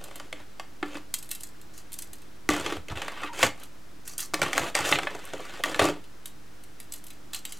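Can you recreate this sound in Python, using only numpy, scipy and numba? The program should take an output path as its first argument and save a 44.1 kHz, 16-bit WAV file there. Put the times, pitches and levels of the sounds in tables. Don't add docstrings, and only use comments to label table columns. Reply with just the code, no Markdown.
import sys
import numpy as np
from scipy import signal
from scipy.fft import rfft, irfft
from scipy.io import wavfile
from scipy.ndimage import uniform_filter1d
from numba import njit

SR = 44100
rng = np.random.default_rng(int(sys.argv[2]) if len(sys.argv) > 2 else 0)


def dump(signal):
    limited = np.clip(np.atleast_2d(signal).T, -1, 1)
    pcm = np.round(limited * 32767).astype(np.int16)
    wavfile.write(sys.argv[1], SR, pcm)


N = 334719
TIME = np.arange(N) / SR
RING = TIME[:SR // 7]
CLICK_HZ = 9140
# (time [s], tick level [dB], ring level [dB])
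AIR_CLICKS = [(0.04, -43.5, -48), (0.157, -43, -44), (1.14, -26.5, -35), (1.227, -43.5, -48.5),
              (1.258, -55, -62), (1.291, -45, -52), (1.307, -45, -48), (1.313, -30, -36), (1.35, -40, -46),
              (1.407, -43.5, -50), (1.434, -37, -46), (1.614, -52.5, -57), (1.778, -46.5, -51),
              (1.92, -46.5, -47), (1.93, -39.5, -51), (1.94, -39.5, -51), (1.988, -36, -45),
              (2.021, -39, -47.5), (2.132, -44, -49), (2.219, -55.5, -56), (3.599, -55, -60),
              (3.634, -46.5, -50), (4.077, -37.5, -45), (4.18, -31.5, -43), (4.192, -38, -34.5),
              (4.204, -31.5, -41), (5.252, -45.5, -56), (6.04, -62, -54), (6.257, -38.5, -41.5),
              (6.637, -52, -55), (6.801, -43.5, -46.5), (6.922, -37, -48.5), (6.937, -38.5, -45),
              (7.04, -48, -58), (7.067, -46, -52), (7.104, -48.5, -47.5), (7.333, -39.5, -35.5),
              (7.346, -34.5, -34.5), (7.452, -35.5, -35.5), (7.522, -39, -41.5)]


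def undb(db):
    return 10 ** (np.asarray(db) / 20)


def unit(x):
    return x / np.sqrt(np.mean(x ** 2))


def at_hz(points, hz):
    f, value = np.transpose(points)
    return np.interp(np.log(np.maximum(hz, 1)), np.log(f), value)


def coloured(x, points):
    return irfft(rfft(x) * undb(at_hz(points, np.fft.rfftfreq(len(x), 1 / SR))), len(x))


def band(x, lo_hz, hi_hz, order=2):
    sos = signal.butter(order, [lo_hz, min(hi_hz, SR / 2 - 100)], "band", fs=SR, output="sos")
    return signal.sosfilt(sos, x)


def wander(rate_hz):
    return np.interp(TIME * rate_hz, np.arange(4096), rng.standard_normal(4096))


def add(track, s, sound):
    i = max(int(s * SR), 0)
    track[i:i + len(sound)] += sound[:max(N - i, 0)]


@njit
def vibrate(poles, starts, length):
    out = np.zeros(length)
    for m in range(len(poles)):
        z = starts[m]
        for i in range(length):
            out[i] += z.imag
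            z *= poles[m]
            if z.real * z.real + z.imag * z.imag < 1e-9:
                break
    return out


def runner_modes(colour, t60_s, count):
    lo_hz, hi_hz = colour[0][0], colour[-1][0]
    hz = lo_hz + (hi_hz - lo_hz) * (np.arange(count) + rng.random(count)) / count
    t60 = t60_s * (hz / hz.mean()) ** -.35 * np.exp(0.29 * rng.standard_normal(count))
    return hz, t60, at_hz(colour, hz)


def strike(modes, centre_hz, octaves, punch=0, punch_s=0.004, retune=0.0356):
    hz, t60, db = modes
    detune, luck = rng.standard_normal((2, len(hz)))
    hz = hz * (1 + retune * detune)
    weight = undb(db + 3 * luck) / (1 + (np.log2(hz / centre_hz) / octaves) ** 2)
    poles = np.exp((2j * np.pi * hz - np.log(1000) / t60) / SR)
    ring = vibrate(poles, weight * np.exp(2j * np.pi * rng.random(len(hz))), len(RING))
    t = RING[:SR // 50]
    ring[:len(t)] *= (1 - np.exp(-2 * t * centre_hz)) * (1 + punch * np.exp(-t / punch_s))
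    return ring / np.sqrt(np.mean(ring[:SR // 100] ** 2))


def background(air_db=-54, side_db=-10):
    # (frequency [Hz], relative level [dB])
    air_colour = [(12, -49), (30, -18), (55, -34), (80, -17), (135, -18.5), (165, -20.5), (200, -26.5),
                  (295, -17), (420, -25.5), (950, -30), (1400, -29), (2500, -34.5), (6000, -38.5),
                  (16000, -47.5)]
    # (frequency [Hz], rms level [dB])
    hum_tones = [(48.6, -61), (199, -66)]
    mid, side = (unit(coloured(rng.standard_normal(N), air_colour)) for _ in range(2))
    side = coloured(side, [(60, 4), (170, 10.5), (500, 10.7), (2000, 5.5), (8000, 1.7), (15000, 3.7)])
    hum = sum(undb(db) * np.sqrt(2) * np.sin(2 * np.pi * hz * TIME) for hz, db in hum_tones)
    return undb(air_db) * (mid + undb(side_db) * np.array([side, -side])) + hum


def room(x, wet_db=-9, side_db=-9, build_s=0.00073):
    # (frequency [Hz], t60 [s])
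    decay = [(150, .22), (500, .22), (1400, .23), (3700, .22), (10000, .18), (16000, .14)]
    t = TIME[:SR // 2]
    edges_hz = np.geomspace(60, 18000, 9)
    returns = []
    for _ in range(2):
        tail = np.zeros(len(t))
        for lo, hi in zip(edges_hz, edges_hz[1:]):
            t60 = at_hz(decay, np.sqrt(lo * hi))
            tail += band(rng.standard_normal(len(t)), lo, hi) * undb(-60 * t / t60)
        tail *= 1 - np.exp(-(t / build_s) ** 2)
        returns.append(signal.oaconvolve(x, tail / np.linalg.norm(tail))[:N])
    mid, side = returns
    side = coloured(side, [(150, -8), (350, -27), (2000, -34), (5000, -4.5), (13000, -3.5)])
    return x + undb(wet_db) * (mid + undb(side_db) * np.array([side, -side]))


def shoves(decay_s=0.033):
    # (time [s], centre [Hz], relative level [dB])
    bumps = [(2.49, 111, -39), (2.599, 99, -43.5), (2.76, 80.5, -45), (2.905, 96, -36), (3.432, 162, -34),
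             (4.42, 156, -36.5), (4.601, 132, -40.5), (4.798, 129, -45.5), (4.928, 135, -39),
             (5.8, 114, -37), (5.859, 117, -51)]
    out = np.zeros(N)
    for s, hz, db in bumps:
        burst = rng.standard_normal(len(RING)) * np.exp(-RING / decay_s)
        add(out, s, undb(db) * unit(band(burst, hz / 1.8, hz * 1.37)) / 2)
    return out


def stroke(length_s, db, swell_db=0, grab_s=0.0039, let_go_s=0.013):
    t = TIME[:SR]
    held = undb(db + swell_db * np.minimum(t / length_s, 1))
    return held * np.minimum(t / grab_s, 1) * np.exp(-np.maximum(t - length_s, 0) / let_go_s)


def squeaks(sag_hz_per_s=2350, jitter=.06, flutter_db=3):
    # (start [s], length [s], starting pitch [Hz], level [dB])
    chirps = [(3.227, 0.016, 1313, -33), (3.287, 0.038, 992, -40)]
    out = np.zeros(N)
    for s, length, start_hz, db in chirps:
        hz = start_hz - sag_hz_per_s * np.minimum(TIME[:SR], length)
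        phase = 2 * np.pi * np.cumsum(hz * (1 + jitter * wander(370)[:SR])) / SR
        flutter = undb(flutter_db * wander(83)[:SR])
        add(out, s, np.sin(phase) * stroke(length, db) * flutter)
    return out


def friction(brush_bar_db=-7):
    # (start [s], length [s], rattle level [dB], swell [dB], rub [dB re rattle], hiss [dB re rattle])
    drags = [(0, .27, -51, -5, 1.5, -8), (0.347, 0.072, -58, 8, -6, -12), (0.84, .14, -51.5, 8, -3.5, -9),
             (2.5, 0.13, -29.5, -9, 0, -8.5), (2.641, 0.13, -34, -6, 2, -9.5),
             (2.896, 0.029, -37.5, -3, 1, -13.5), (2.953, 0.17, -38.5, -5.5, -2.5, -10.5),
             (3.126, 0.15, -43.5, 6.5, -7.5, -14), (3.326, 0.13, -45.5, 20.5, -5, -5),
             (3.406, 0.024, -26.5, 0.5, -9, -7), (3.547, 0.092, -59.5, 11, -3, -7),
             (4.362, 0.18, -46.5, 6, 4.5, -7), (4.421, 0.096, -29, -16, -2, -9),
             (4.547, 0.14, -33.5, -2, 2, -7), (4.745, 0.1, -27.5, -4.5, -6, -9.5),
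             (4.847, 0.11, -27.5, -2.5, -1.5, -5), (4.951, 0.22, -42, -4, 4.5, -8),
             (5.178, 0.43, -47, 4, -5, -9), (5.639, 0.17, -34.5, -8, 2, -7.5),
             (5.79, 0.11, -23.5, -10.5, 2.5, -9), (5.911, 0.07, -47, -5.5, 5, -12)]
    # (start [s], length [s], hiss level [dB])
    brushes = [(1.733, 0.064, -54.5), (4.049, 0.088, -47.5), (4.185, 0.05, -38), (7.33, 0.04, -44),
               (7.47, 0.099, -54)]
    card, bars, edges = np.zeros((3, N))
    for s, length, db, swell_db, rub_db, hiss_db in drags:
        for power, share_db in (card, rub_db), (bars, 0), (edges, hiss_db):
            add(power, s, stroke(length, db + share_db, swell_db) ** 2)
    for s, length, db in brushes:
        for power, share_db in (bars, brush_bar_db), (edges, 0):
            add(power, s, stroke(length, db + share_db) ** 2)
    return np.sqrt([card, bars, edges])


def stick_slip(base_rate_hz=4500, spread_db=3):
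    size = undb(spread_db * np.minimum(rng.exponential(size=N), 4))
    caught = rng.random(N) < base_rate_hz / SR * undb(2 * wander(60))
    train = caught * size * rng.choice([-1, 1], N)
    return train / np.sqrt(uniform_filter1d(train ** 2, SR // 20).clip(0) + 1e-6)


def scrapes(card, bars, ticks, drive, card_db=-4.5, bar_db=-2.5, hiss_db=-2.5, ring_db=-7):
    catches = stick_slip()
    hop = SR // 50
    window = np.sin(np.pi * np.arange(2 * hop) / (2 * hop))
    # (modes, direct scrape, ring centre [Hz], trim [dB])
    layers = [(card, band(catches, 296, 715), 540, card_db),
              (bars, band(catches, 1090, 3610, order=3), 1900, bar_db),
              (ticks, band(catches, 5260, 8000, order=1), 5800, hiss_db)]
    out = np.zeros(N)
    for ((hz, t60, db), direct, centre_hz, trim_db), envelope in zip(layers, drive):
        pressed = hz, t60 * .6, db
        rings = np.zeros(N)
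        for i in range(0, N - 2 * hop, hop):
            ring = strike(pressed, centre_hz, octaves=0.94)[:2 * hop]
            add(rings, i / SR, signal.fftconvolve(window * catches[i:i + 2 * hop], ring))
        out += envelope * undb(trim_db) * unit(unit(direct) + undb(ring_db) * unit(rings))
    return out


def jolts(card, bars, ticks, drive, count=190, card_db=-5, bar_db=-4, tick_db=-1, spread_db=3):
    out = np.zeros(N)
    trims_db = np.array([card_db, bar_db, tick_db])
    for k in range(count):
        i = int((k + rng.random()) / count * N)
        gains = undb(spread_db * (2 * rng.random() - 0.5) + trims_db) * drive[:, i]
        thump = strike(card, 500, octaves=0.92)
        clack = strike(bars, 1150, octaves=0.42, punch=0.26)
        tick = strike(ticks, 6100, octaves=0.78, punch=.5)
        add(out, i / SR, gains @ np.array([thump, clack, tick]))
    return out


def settling(ticks, count=2, below_db=-11, fade_db_per_s=140, spread_db=2):
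    out = np.zeros(N)
    for s, top_db, _ in AIR_CLICKS:
        for _ in range(count):
            db = top_db + below_db + spread_db * rng.standard_normal()
            delay_s = rng.uniform(.012, .068)
            tick = strike(ticks, CLICK_HZ, octaves=1.0, punch=.5)
            add(out, s + delay_s, undb(db - fade_db_per_s * delay_s) * tick)
    return out


def clicks(bars, ticks, bar_db=-4, frame_db=-7, tick_db=-1, bounce_db=-7, graze_db=-20):
    # (frequency [Hz], t60 [s], relative level [dB])
    frame_modes = [(1200, 0.057, -21), (2700, 0.18, -2), (3106, 0.12, 3), (3450, 0.065, 2),
                   (3880, 0.12, -1.5), (4090, 0.1, 2.5), (4870, 0.13, -3), (6420, 0.1, 1)]
    frame = np.transpose(frame_modes)
    out = np.zeros(N)
    for s, top_db, ring_db in AIR_CLICKS:
        lead_s, lag_s = rng.uniform(.001, .003, 2)
        hz = CLICK_HZ * np.exp(0.062 * rng.standard_normal())
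        add(out, s - lead_s, undb(top_db + graze_db) * strike(ticks, hz, octaves=1.0))
        add(out, s, undb(ring_db + bar_db) * strike(bars, 3450, octaves=1.0, punch=0.22, retune=0.0693))
        add(out, s, undb(ring_db + frame_db) * strike(frame, 3900, octaves=0.7, retune=0.0315))
        add(out, s, undb(top_db + tick_db) * strike(ticks, hz, octaves=0.53, punch=0.17))
        add(out, s + lag_s, undb(top_db + bounce_db) * strike(ticks, 13000, octaves=0.43, punch=2.1))
    return out


def snaps():
    # (time [s], peak level [dB])
    releases = [(1.1416, -11), (2.4903, -5), (3.429, -8), (4.3417, -6), (4.5792, -4.5), (5.638, -5)]
    out = np.zeros(N)
    spike = band(signal.unit_impulse(len(RING)), 1100, 6000, order=1)
    for s, db in releases:
        add(out, s, undb(db) * spike / spike.max())
    return out


def knocks(card, bars, ticks, card_db=-3.5, bar_db=-1, tick_db=-3):
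    # (time [s], thump level [dB], thump centre [Hz], clack level [dB], clack centre [Hz], tick [dB])
    landings = [(0.112, -49, 510, -45, 1500, -56), (0.199, -44, 590, -39.5, 1630, -44),
                (0.327, -37.5, 487, -33, 2300, -43), (0.597, -40, 580, -35.5, 1720, -41),
                (0.828, -25, 353, -27, 1560, -48), (0.954, -34, 335, -39, 1900, -53),
                (2.49, -17.5, 318, -20, 1500, -30.5), (2.502, -28, 304, -31, 1400, -29.5),
                (2.542, -41, 320, -31.5, 1600, -45), (2.598, -32, 360, -40, 1600, -37),
                (2.662, -30.5, 410, -27.5, 1800, -35.5), (2.723, -27, 308, -33, 1500, -44.5),
                (2.884, -42, 435, -40, 2170, -45.5), (2.973, -41, 470, -34.5, 1970, -47),
                (3.018, -42, 614, -31, 1830, -38.5), (3.082, -36, 550, -32.5, 1990, -42),
                (3.234, -40, 356, -30.5, 1360, -44), (3.429, -19, 590, -16, 2180, -27),
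                (3.433, -25.5, 587, -21, 1830, -26.5), (3.441, -34, 473, -26.5, 1700, -37),
                (3.449, -31, 397, -33, 1510, -38), (4.337, -28, 432, -28.5, 1270, -35),
                (4.342, -30.5, 440, -26, 1640, -27.5), (4.417, -22.5, 517, -21, 1620, -26.5),
                (4.429, -47, 460, -26, 1570, -32), (4.462, -34, 330, -30.5, 1420, -47),
                (4.531, -32, 660, -25, 1910, -31), (4.579, -29, 583, -19, 1610, -25.5),
                (4.752, -24.5, 656, -23, 1760, -22), (4.789, -24.5, 720, -30, 1400, -32),
                (4.925, -25.5, 540, -15.5, 2200, -45), (4.957, -31, 460, -25, 1940, -52),
                (4.987, -37, 626, -24, 1650, -36), (5.032, -41, 410, -33, 1520, -41),
                (5.07, -31, 626, -25.5, 1950, -51), (5.149, -36.5, 434, -39, 1300, -46),
                (5.335, -28, 460, -37, 2020, -41), (5.397, -34.5, 500, -46, 2000, -63),
                (5.599, -33, 506, -49, 1300, -62), (5.637, -46, 640, -21.5, 1750, -36),
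                (5.745, -49, 540, -28, 1780, -40), (5.794, -17.5, 600, -18, 1940, -26.5),
                (5.815, -23.5, 376, -24.5, 1200, -46), (5.853, -21, 420, -29, 1100, -29.5),
                (5.897, -25, 392, -38, 1900, -45)]
    out = np.zeros(N)
    for s, thump_db, card_hz, clack_db, bar_hz, top_db in landings:
        thump = undb(thump_db + card_db) * strike(card, card_hz, octaves=0.35, punch=0.5, retune=0.022)
        clack = undb(clack_db + bar_db) * strike(bars, bar_hz, octaves=.72, punch=.5)
        tick = undb(top_db + tick_db) * strike(ticks, 6500, octaves=0.59, punch=0.25)
        add(out, s, thump + clack + tick)
    return out


def scene():
    # (frequency [Hz], t60 [s], relative level [dB])
    card_modes = [(122, 0.048, 8), (174.6, 0.38, -5), (209, 0.037, -5.5), (298.6, 0.24, -5),
                  (327.8, 0.088, -7), (372.4, 0.056, -2), (424, 0.11, -8.5), (507, 0.024, -7.5),
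                  (534.4, 0.1, -8), (595, 0.031, -5.5), (617.6, 0.07, -3), (706, 0.031, 0),
                  (812, 0.022, 2.5), (920, 0.038, 3.5)]
    # (frequency [Hz], relative level [dB])
    bar_colour = [(750, 14), (950, -4), (1150, 8), (1600, -4.5), (2000, 4.5), (2400, -0.5), (2800, 0.5),
                  (3500, 5), (4000, -0.5), (4600, -7.5)]
    # (frequency [Hz], relative level [dB])
    tick_colour = [(4300, 11.5), (5300, 0), (7000, 4), (9000, 2.5), (11000, 0.5), (13500, 1.5),
                   (16000, -11)]
    card = np.transpose(card_modes)
    held_bars = runner_modes(bar_colour, t60_s=.046, count=36)
    held_ticks = runner_modes(tick_colour, t60_s=.028, count=90)
    piled_bars = runner_modes(bar_colour, t60_s=.033, count=52)
    piled_ticks = runner_modes(tick_colour, t60_s=.021, count=100)
    box = card, piled_bars, piled_ticks
    drive = friction()
    slides = scrapes(*box, drive) + jolts(*box, drive) + squeaks()
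    hits = clicks(held_bars, held_ticks) + settling(held_ticks) + knocks(*box) + snaps() + shoves()
    return room(slides + hits) + background()


def record(dry):
    top_hz, dc_offset = 16300, .0105
    return signal.sosfilt(signal.ellip(8, .2, 70, top_hz, fs=SR, output="sos"), dry) + dc_offset


dry = scene()
out = record(dry)
dump(out)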